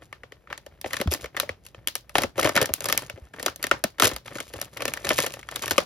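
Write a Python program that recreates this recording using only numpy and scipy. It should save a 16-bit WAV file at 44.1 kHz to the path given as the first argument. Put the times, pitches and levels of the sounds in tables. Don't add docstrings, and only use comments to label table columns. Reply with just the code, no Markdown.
import sys
import numpy as np
from scipy import signal
from scipy.fft import rfft, irfft, next_fast_len
from scipy.io import wavfile

SR = 44100
rng = np.random.default_rng(int(sys.argv[2]) if len(sys.argv) > 2 else 0)


def digitize_waveform(pressure):
    field = np.atleast_2d(pressure).T
    bounded = np.clip(field, -1, 1)
    quanta = np.round(bounded * 32767).astype(np.int16)
    wavfile.write(sys.argv[1], SR, quanta)


N = 257984

# start in seconds, knock level in dB over 10 ms, hollow in dB re knock,
# brightness in dB, ring pitch in Hz, length in ms.
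SNAPS = [(0.1272, -36.5, -15, -13.5, 2090, 0.86), (0.2339, -41, -4.5, -18, 1960, 1.67),
         (0.3208, -43.5, -3, -9, 1860, 1.4), (0.4725, -47, -23, -26, 1310, 1.3),
         (0.501, -41, -6, -18, 520, 2.6), (0.5275, -30, -24, -14, 1690, 1.1),
         (0.577, -45, -7, 0.5, 1820, 1.4), (0.6632, -49, 7.5, -1.5, 603, 1.8),
         (0.8131, -52, -7, 9.5, 5000, 1.43), (0.843, -33.5, 4, -21, 767, 1.7),
         (0.86, -36.5, 5, -13, 554, 1.5), (0.9073, -38.5, -19, -8, 2030.0, 2.2),
         (0.932, -26, -12, -5, 1860.0, 1.7), (0.941, -29, -11, -16, 1850.0, 1.2),
         (0.9669, -29.5, -17, -5, 1800, 1.9), (1.0002, -34, 2.5, -7.5, 503, 2.1),
         (1.013, -30, 4.5, -1, 540, 1.9), (1.0739, -35.5, 2, -8.5, 301.0, 1.17),
         (1.114, -46, 13, 10.5, 5600, 1.46), (1.12, -36.5, 7, 5, 348, 2.6),
         (1.1376, -35.5, -7, 8, 5000, 1.2), (1.1462, -34, -1.5, -1, 1940, 2.5),
         (1.242, -35.5, 2, -8, 490, 2.1), (1.258, -38.5, -9, -7.5, 2120, 2),
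         (1.366, -27, -16, -10.5, 2050, 1.9), (1.3715, -30, -8, -8.5, 1910, 2.6),
         (1.3996, -25.5, -11, 2.5, 4020, 1.02), (1.4304, -47.5, 13, -3, 590, 2.8),
         (1.4915, -28, -2.5, -13.5, 1940, 1.65), (1.6644, -50.0, -14, 4, 2780, 1.4),
         (1.7458, -45.5, -1.5, -14, 534, 1.15), (1.873, -33, -11.5, 7.5, 2210, 1.1),
         (1.8834, -38.0, -14, 5.5, 3040, 1.07), (1.9536, -33.5, -8, 6, 5400, 1.36),
         (2.094, -44.5, -9, -1.5, 2600, 1.9), (2.1538, -17, -6.5, -13.5, 720, 1.16),
         (2.1823, -22.0, -0.5, -2, 740, 1.9), (2.22, -42.5, 8, 10, 640, 1.1),
         (2.2346, -24, 0.5, -6, 2060, 2.46), (2.3791, -33, 11, -7, 594, 2.56),
         (2.3928, -23.0, -2, -16, 1300, 1.48), (2.397, -37.5, 8, 8, 564, 2),
         (2.429, -24.5, -5, -5, 2100, 2.6), (2.4455, -25, -5, -5, 543, 1.32),
         (2.4495, -24, 5.5, -10, 581.0, 1.6), (2.4573, -24.5, -0.5, -7, 594, 2.5),
         (2.4719, -25, 1.5, -11, 610, 2.1), (2.4919, -25.5, -3, -5, 574, 1.6),
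         (2.5537, -29, 2.5, -0.5, 535, 2.35), (2.5635, -19.5, -4.5, -3.5, 2170, 1.8),
         (2.5745, -16.0, -12, -12, 1440, 2.15), (2.6145, -26.5, 7, 1.5, 530, 2.5),
         (2.6266, -33.5, 8, 4.5, 534, 1.9), (2.6572, -32.5, -14, 1.5, 1720, 1.4),
         (2.6904, -40.5, 10.5, -12, 560, 2.7), (2.7379, -33.5, -8.5, 11, 6160, 0.72),
         (2.8058, -40.5, 1.5, 5, 580, 1.24), (2.842, -40, -6, 6, 1730.0, 1.3),
         (2.8559, -31.5, -1, 2.5, 4950, 3.0), (2.8862, -27.5, -5, -1.5, 1750, 3.0),
         (2.8985, -27.5, -4, -3, 1240, 2.5), (2.9254, -23, -23, 1.5, 5270, 1.12),
         (2.9762, -26.5, -13, 4, 2360, 1.47), (3.0976, -34, -6, -6, 2660, 1.54),
         (3.1748, -53.5, 11.5, -13, 534, 2.6), (3.337, -41.5, -4, -12, 1650, 2.5),
         (3.3962, -35.0, -4, -5.5, 1860, 3.3), (3.4276, -41, 4.5, 5.5, 476, 1.8),
         (3.4613, -26, 0.5, 2, 586, 1.76), (3.4809, -26, -10, -11.5, 1360, 1.85),
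         (3.56, -56, 4.5, 13, 6160, 1.3), (3.6275, -37.5, -11, 6, 4690.0, 2.1),
         (3.6402, -23.5, -8, -6, 1840, 1.7), (3.6678, -33, -8, -2, 1800, 1.57),
         (3.7122, -14, -7.5, -14, 1400, 2.05), (3.8393, -25, 2.5, 1.5, 640, 1.45),
         (3.983, -39, -3, -9, 574, 4.2), (3.998, -20.5, -7.5, -2, 1330, 2.3),
         (4.022, -16.5, -5.5, -10.5, 1244, 1.62), (4.0333, -22, -0.5, -2, 581.0, 2.7),
         (4.0437, -20.5, -3, 0.5, 3140.0, 2.1), (4.0533, -22.5, -1, -2, 470, 2.4),
         (4.076, -34.5, 5, 7, 484.0, 1.63), (4.1133, -36.5, 1.5, -4, 530, 2.7),
         (4.1629, -38, -2, 3, 4750.0, 1.12), (4.2802, -37.5, -18, -14, 3300, 0.79),
         (4.354, -37, 1.5, -7, 334.0, 2.2), (4.384, -35, -19, -8.5, 1460, 2.4),
         (4.4022, -33, -5, -2.5, 2140, 2.76), (4.537, -41.5, 5.5, -1, 488, 2),
         (4.6148, -36.5, 0, 6, 5840, 1.09), (4.771, -35, -14, -5, 2170, 2.3),
         (4.8044, -33.5, -1, -13, 520, 3.7), (4.8207, -30.5, 0, -3, 510, 1.75),
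         (4.854, -28.5, -0.5, -0.5, 592.0, 1.01), (4.879, -28, -4, -3, 2690, 3.0),
         (4.9367, -32.5, -12, 2.5, 2280, 1.47), (4.9725, -32.5, -14, -9, 1830.0, 1.5),
         (5.0465, -32.5, 1, -5, 584, 2.5), (5.068, -30, -7, -8, 1750, 2), (5.091, -32, -8, 6, 1440, 1.1),
         (5.1039, -19, -1.5, -15, 624.0, 3.4), (5.1813, -27.5, -11, 0, 2330, 0.98),
         (5.1863, -21.5, -1.5, -3.5, 510, 2.3), (5.2024, -30.5, -16, 3, 6070.0, 1.24),
         (5.2281, -38.5, -22, 6, 6120.0, 1.0), (5.2634, -28.5, -5, 0, 2950, 3.0),
         (5.338, -38, -5, -1, 1940.0, 1.7), (5.392, -45.5, -11, -2, 1920.0, 3.0),
         (5.4292, -42.5, -27, -13, 2180, 1.46), (5.488, -33.5, -32, -10, 3300, 1.1),
         (5.5595, -35.0, -23, 4.5, 3700, 1.12), (5.6216, -40.5, -13, 5, 1150, 3.0),
         (5.6365, -32, -15, -8, 1160, 1.6), (5.6793, -33, -4, -0.5, 5640, 1.4),
         (5.7089, -24, -2.5, -0.5, 1514, 2.8), (5.78, -15.5, -0.5, -6.5, 556, 1.77)]


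def from_db(db):
    return 10 ** (np.asarray(db) / 20)


def unit_rms(x):
    return x / np.sqrt(np.mean(x ** 2, axis=-1, keepdims=True) + 1e-20)


def per_bin(points, size):
    hz, *columns = np.transpose(points)
    bins_hz = np.maximum(np.arange(size // 2 + 1) * SR / size, 1)
    return [np.interp(np.log(bins_hz), np.log(hz), column) for column in columns]


def coloured(x, spectrum):
    size = x.shape[-1]
    return irfft(rfft(x) * from_db(per_bin(spectrum, size)[0]), size)


def add(track, start_s, sound):
    at = int(np.clip(round(start_s * SR), 0, N - 1))
    track[at:at + len(sound)] += sound[:N - at]


def room_tone():
    # frequency in Hz, relative density in dB.
    spectrum = [(20, -30.5), (60, 13), (120, -15), (250, -9.5), (550, -9), (1100, -22), (2000, -21.5),
                (5000, -35.5), (9000, -42), (16000, -58)]
    return from_db(-60) * unit_rms(coloured(rng.standard_normal((3, N)), spectrum))


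def room_tail(x, build_s):
    # band centre in Hz, return gain in dB, T60 in seconds.
    bands = [(150, -4, 0.19), (273, -14.5, 0.15), (549, -12, 0.14), (1200, -10, 0.16), (2360, -13, 0.13),
             (3960, -8.5, 0.17), (7500, -15.5, 0.033), (11200, -17, 0.17)]
    t = np.arange(SR // 3) / SR
    white = rng.standard_normal((2, 2, N))
    out = 0
    for k, (hz, return_db, t60_s) in enumerate(bands):
        octave = signal.butter(2, [hz / np.sqrt(2), hz * np.sqrt(2)], "band", fs=SR, output="sos")
        fade = (1 - np.exp(-t / build_s)) ** 4 * from_db(-60 * t / t60_s) ** 2
        power = signal.oaconvolve(signal.sosfilt(octave, x) ** 2, fade / fade.sum())[:N]
        noise = unit_rms(signal.sosfilt(octave, white[k % 2]))
        out = out + from_db(return_db) * np.sqrt(abs(power)) * noise
    return out


def mic_ports(x):
    # frequency in Hz, left minus right in dB, left phase lead in radians.
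    response = [(150, 0, 0), (300, 2.4, .2), (550, 2.1, .4), (1000, 2.5, .3), (2000, 1.2, .75),
                (3100, 3.2, 1.2), (4800, 5.2, .1), (6200, 3.2, -1.3), (7200, .2, -2.1), (8400, 0, -3.14),
                (12000, 0, -6.3), (15000, 0, -9.1)]
    size = next_fast_len(N + SR // 10)
    left_db, lead_rad = per_bin(response, size)
    gains = from_db(np.array([left_db, -left_db]) / 2)
    gains = gains / np.sqrt(np.mean(gains ** 2, axis=0))
    phases = np.exp(.5j * np.array([lead_rad, -lead_rad]))
    return irfft(rfft(x, size) * gains * phases, size)[:, :N]


def hand_rumble(creak_envelope, grip_db=-61.5, strain_db=-48.5):
    # frequency in Hz, relative density in dB.
    spectrum = [(20, -53), (45, -3.5), (68, -7.5), (120, -1.5), (200, -11), (400, -32.5), (1000, -40)]
    effort = creak_envelope / from_db(-40)
    envelope = np.hypot(from_db(grip_db), from_db(strain_db) * effort ** 0.72)
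    return envelope * unit_rms(coloured(rng.standard_normal(N), spectrum))


def low_thumps(decay_cycles, rise_s):
    # start in seconds, gain in dB, pitch in Hz.
    thumps = [(0.859, -39, 82), (1.003, -19.5, 219), (1.059, -19, 192), (1.074, -11, 79),
              (1.229, -37.5, 59), (1.503, -32.5, 88), (1.78, -35.5, 110), (2.183, -27.5, 135),
              (2.24, -29, 86), (2.449, -22.5, 112), (2.564, -21.5, 190), (2.619, -21.5, 120),
              (2.707, -30, 80), (2.89, -29, 190), (2.98, -33, 185), (3.139, -33, 99), (3.221, -33, 66.5),
              (3.731, -35, 100), (3.847, -18.5, 215), (4.047, -20, 110), (4.131, -31, 59),
              (4.355, -31.5, 220), (4.562, -34.5, 77), (5.062, -31.5, 187), (5.186, -26, 155),
              (5.716, -30.5, 86)]
    out, t = np.zeros(N), np.arange(SR // 5) / SR
    for start_s, gain_db, hz in thumps:
        envelope = (1 - np.exp(-t / rise_s)) * np.exp(-t * hz / decay_cycles)
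        add(out, start_s, from_db(gain_db) * envelope * np.sin(2 * np.pi * hz * t))
    return out


def tub_body(x):
    # centre in Hz, width in Hz, gain in dB.
    modes = [(342, 40, -1), (564, 81, 7), (1218, 250, 3), (1792, 36, 7.5), (2130, 200, 2.5), (3170, 330, 4),
             (4650, 40, -1)]
    for hz, width_hz, gain_db in modes:
        resonance = signal.lfilter(*signal.iirpeak(hz, hz / width_hz, fs=SR), x)
        x = x + (from_db(gain_db) - 1) * resonance
    return x


def pull_swell(hold_s, lead_s, rise_db_per_s=1503, fall_db_per_s=452):
    t = np.arange(int((lead_s + hold_s) * SR) + SR // 5) / SR - lead_s
    return from_db(-rise_db_per_s * np.maximum(-t, 0) - fall_db_per_s * np.maximum(t - hold_s, 0))


def bending_envelopes(lead_s=.02, settle_db_per_s=399.5):
    # start in seconds, hold in seconds, creak in dB, crinkle in dB re creak.
    pulls = [(0.023, 0.019, -52.5, -9), (0.506, 0.011, -42.5, -25), (0.708, 0.063, -60, -25),
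             (0.865, 0.14, -47, 1), (1.119, 0.016, -38, 2.5), (1.194, 0.046, -45.5, -8.5),
             (1.347, 0.12, -45.5, -18.5), (1.651, 0.011, -61, 9.5), (1.769, 0.027, -56, -31),
             (2.159, 0.064, -31.5, -11), (2.372, 0.12, -32, -7.5), (2.553, 0.079, -32, -16),
             (2.657, 0.23, -51.5, -11), (2.813, 0.18, -39.5, -7.5), (3.012, 0.051, -44, -8),
             (3.16, 0.11, -60.5, -6), (3.342, .09, -48, -13), (3.451, 0.026, -37.5, -9),
             (3.594, 0.19, -47.5, -13), (4.022, 0.038, -26, -1), (4.068, 0.074, -40.5, -8.5),
             (4.261, 0.16, -45, -5.5), (4.43, 0.11, -57.5, 3.5), (4.537, 0.12, -45, -6.5),
             (4.729, 0.35, -46, -7), (4.8, 0.12, -39.5, -18), (5.053, 0.19, -36, -0.5),
             (5.274, 0.12, -46.5, -4), (5.447, 0.087, -57, -5), (5.514, 0.085, -43.5, -2),
             (5.624, .1, -36.5, -2), (5.743, 0.073, -42, -2)]
    creak_power = np.full(N, from_db(-71) ** 2)
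    crinkle_power = np.full(N, from_db(-85.5) ** 2)
    for start_s, hold_s, creak_db, crinkle_db in pulls:
        power = (from_db(creak_db) * pull_swell(hold_s, lead_s)) ** 2
        add(creak_power, start_s - lead_s, power)
        add(crinkle_power, start_s - lead_s, power * from_db(crinkle_db) ** 2)
    settling = from_db(-settle_db_per_s * np.arange(SR // 5) / SR) ** 2
    for start_s, knock_db, _, bright_db, _, _ in SNAPS:
        add(creak_power, start_s, from_db(knock_db - 17.5) ** 2 * settling)
        add(crinkle_power, start_s, from_db(knock_db + bright_db - 16.5) ** 2 * settling)
    return np.sqrt(creak_power), np.sqrt(crinkle_power)


def crackle(flips_per_s, grain_ms, rub):
    sizes = from_db(4.5 * np.minimum(rng.exponential(1, N), 2.8))
    flips = (rng.random(N) < flips_per_s / SR) * sizes ** 2
    power = signal.lfilter([1], [1, -np.exp(-2000 / (grain_ms * SR))], flips + 1e-18)
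    return unit_rms(np.sqrt(power / power.mean() + rub) * rng.standard_normal(N))


def lid_flex(creak_envelope, crinkle_envelope):
    # frequency in Hz, relative density in dB.
    creak_spectrum = [(120, -31), (300, 0.5), (550, -4), (900, -7.5), (2200, -9.5), (3500, -18.5),
                      (7000, -43.5)]
    crinkle_spectrum = [(1000, -31.5), (2600, 5), (4500, 2), (7000, 4), (10000, 3), (14000, -8.5),
                        (16000, -22)]
    creak = unit_rms(tub_body(coloured(crackle(flips_per_s=150, grain_ms=3, rub=.08), creak_spectrum)))
    crinkle = unit_rms(coloured(crackle(flips_per_s=170, grain_ms=1.3, rub=.1), crinkle_spectrum))
    return from_db(0.5) * creak * creak_envelope + from_db(2) * crinkle * crinkle_envelope


def seal_snaps(ring_db, ring_lengths, front_db, travel_lengths, size=2048):
    # low edge in Hz, high edge in Hz, rise in ms,
    # decay in snap lengths, trim in dB.
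    registers = [(242, 705, 2.3, 2.14, 0), (947, 2844, 0.62, 1.78, 0), (2500, 7900, 0.2, 1.5, -1),
                 (6830, 12860, 0.071, 1.22, -0.5)]
    starts_s, knock_db, hollow_db, bright_db, ring_hz, length_ms = np.transpose(SNAPS)[:, :, None]
    crack_db, tick_db = 1.4 + bright_db, -1.6 + 1.4 * bright_db
    t, hz = np.arange(size) / SR, np.arange(size // 2 + 1) * SR / size
    t_ms = t * 1000
    scatter = rng.standard_normal((len(SNAPS), len(registers), size))
    delay_1khz_s = travel_lengths * length_ms / 1000
    front = unit_rms(irfft(np.exp(-4j * np.pi * delay_1khz_s * np.sqrt(1000 * hz)), size))
    ring_ms = ring_lengths * length_ms * np.sqrt(1000 / ring_hz)
    ring_decay = np.exp(-t_ms / ring_ms)
    ring = unit_rms(np.sin(2 * np.pi * ring_hz * t) * (1 - ring_decay) * ring_decay)
    snaps = 0
    for k, colour_db in enumerate((hollow_db, 0, crack_db, tick_db)):
        low_hz, high_hz, rise_ms, decay_lengths, trim_db = registers[k]
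        band = signal.butter(3, [low_hz, high_hz], "band", fs=SR, output="sos")
        envelope = (1 - np.exp(-t_ms / rise_ms)) ** 2 * np.exp(-t_ms / (decay_lengths * length_ms))
        waves = unit_rms(scatter[:, k] * envelope) + from_db(front_db) / length_ms * front
        waves = unit_rms(signal.sosfilt(band, tub_body(waves)))
        waves = waves + from_db(ring_db) * signal.sosfilt(band, ring)
        snaps = snaps + unit_rms(waves) * from_db(knock_db + colour_db + trim_db)
    snaps = snaps * np.sqrt(.01 * SR / size)
    out = np.zeros(N)
    for start_s, snap in zip(starts_s[:, 0], snaps):
        add(out, start_s, snap)
    return out


def scene():
    creak_envelope, crinkle_envelope = bending_envelopes()
    snaps = seal_snaps(ring_db=1.5, ring_lengths=1.25, front_db=-3.5, travel_lengths=0.702)
    direct = snaps + lid_flex(creak_envelope, crinkle_envelope)
    sideways = seal_snaps(ring_db=-9, ring_lengths=1.2, front_db=-8.5, travel_lengths=0.91)
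    sideways = from_db(-12) * sideways * np.array([[1], [-1]])
    low = low_thumps(decay_cycles=1.28, rise_s=0.0012) + hand_rumble(creak_envelope)
    air = room_tone()
    tail = room_tail(direct, build_s=0.00022) * from_db([[.6], [-.6]])
    return mic_ports(direct + low + air[2]) + sideways + tail + from_db(-5.5) * air[:2]


def record(dry):
    bass_cut = signal.butter(2, 42, "high", fs=SR, output="sos")
    top_cut = signal.butter(12, 16300, fs=SR, output="sos")
    clipped = np.clip(signal.sosfilt(bass_cut, dry), -1, 1)
    return signal.sosfiltfilt(top_cut, clipped)


dry = scene()
out = record(dry)
digitize_waveform(out)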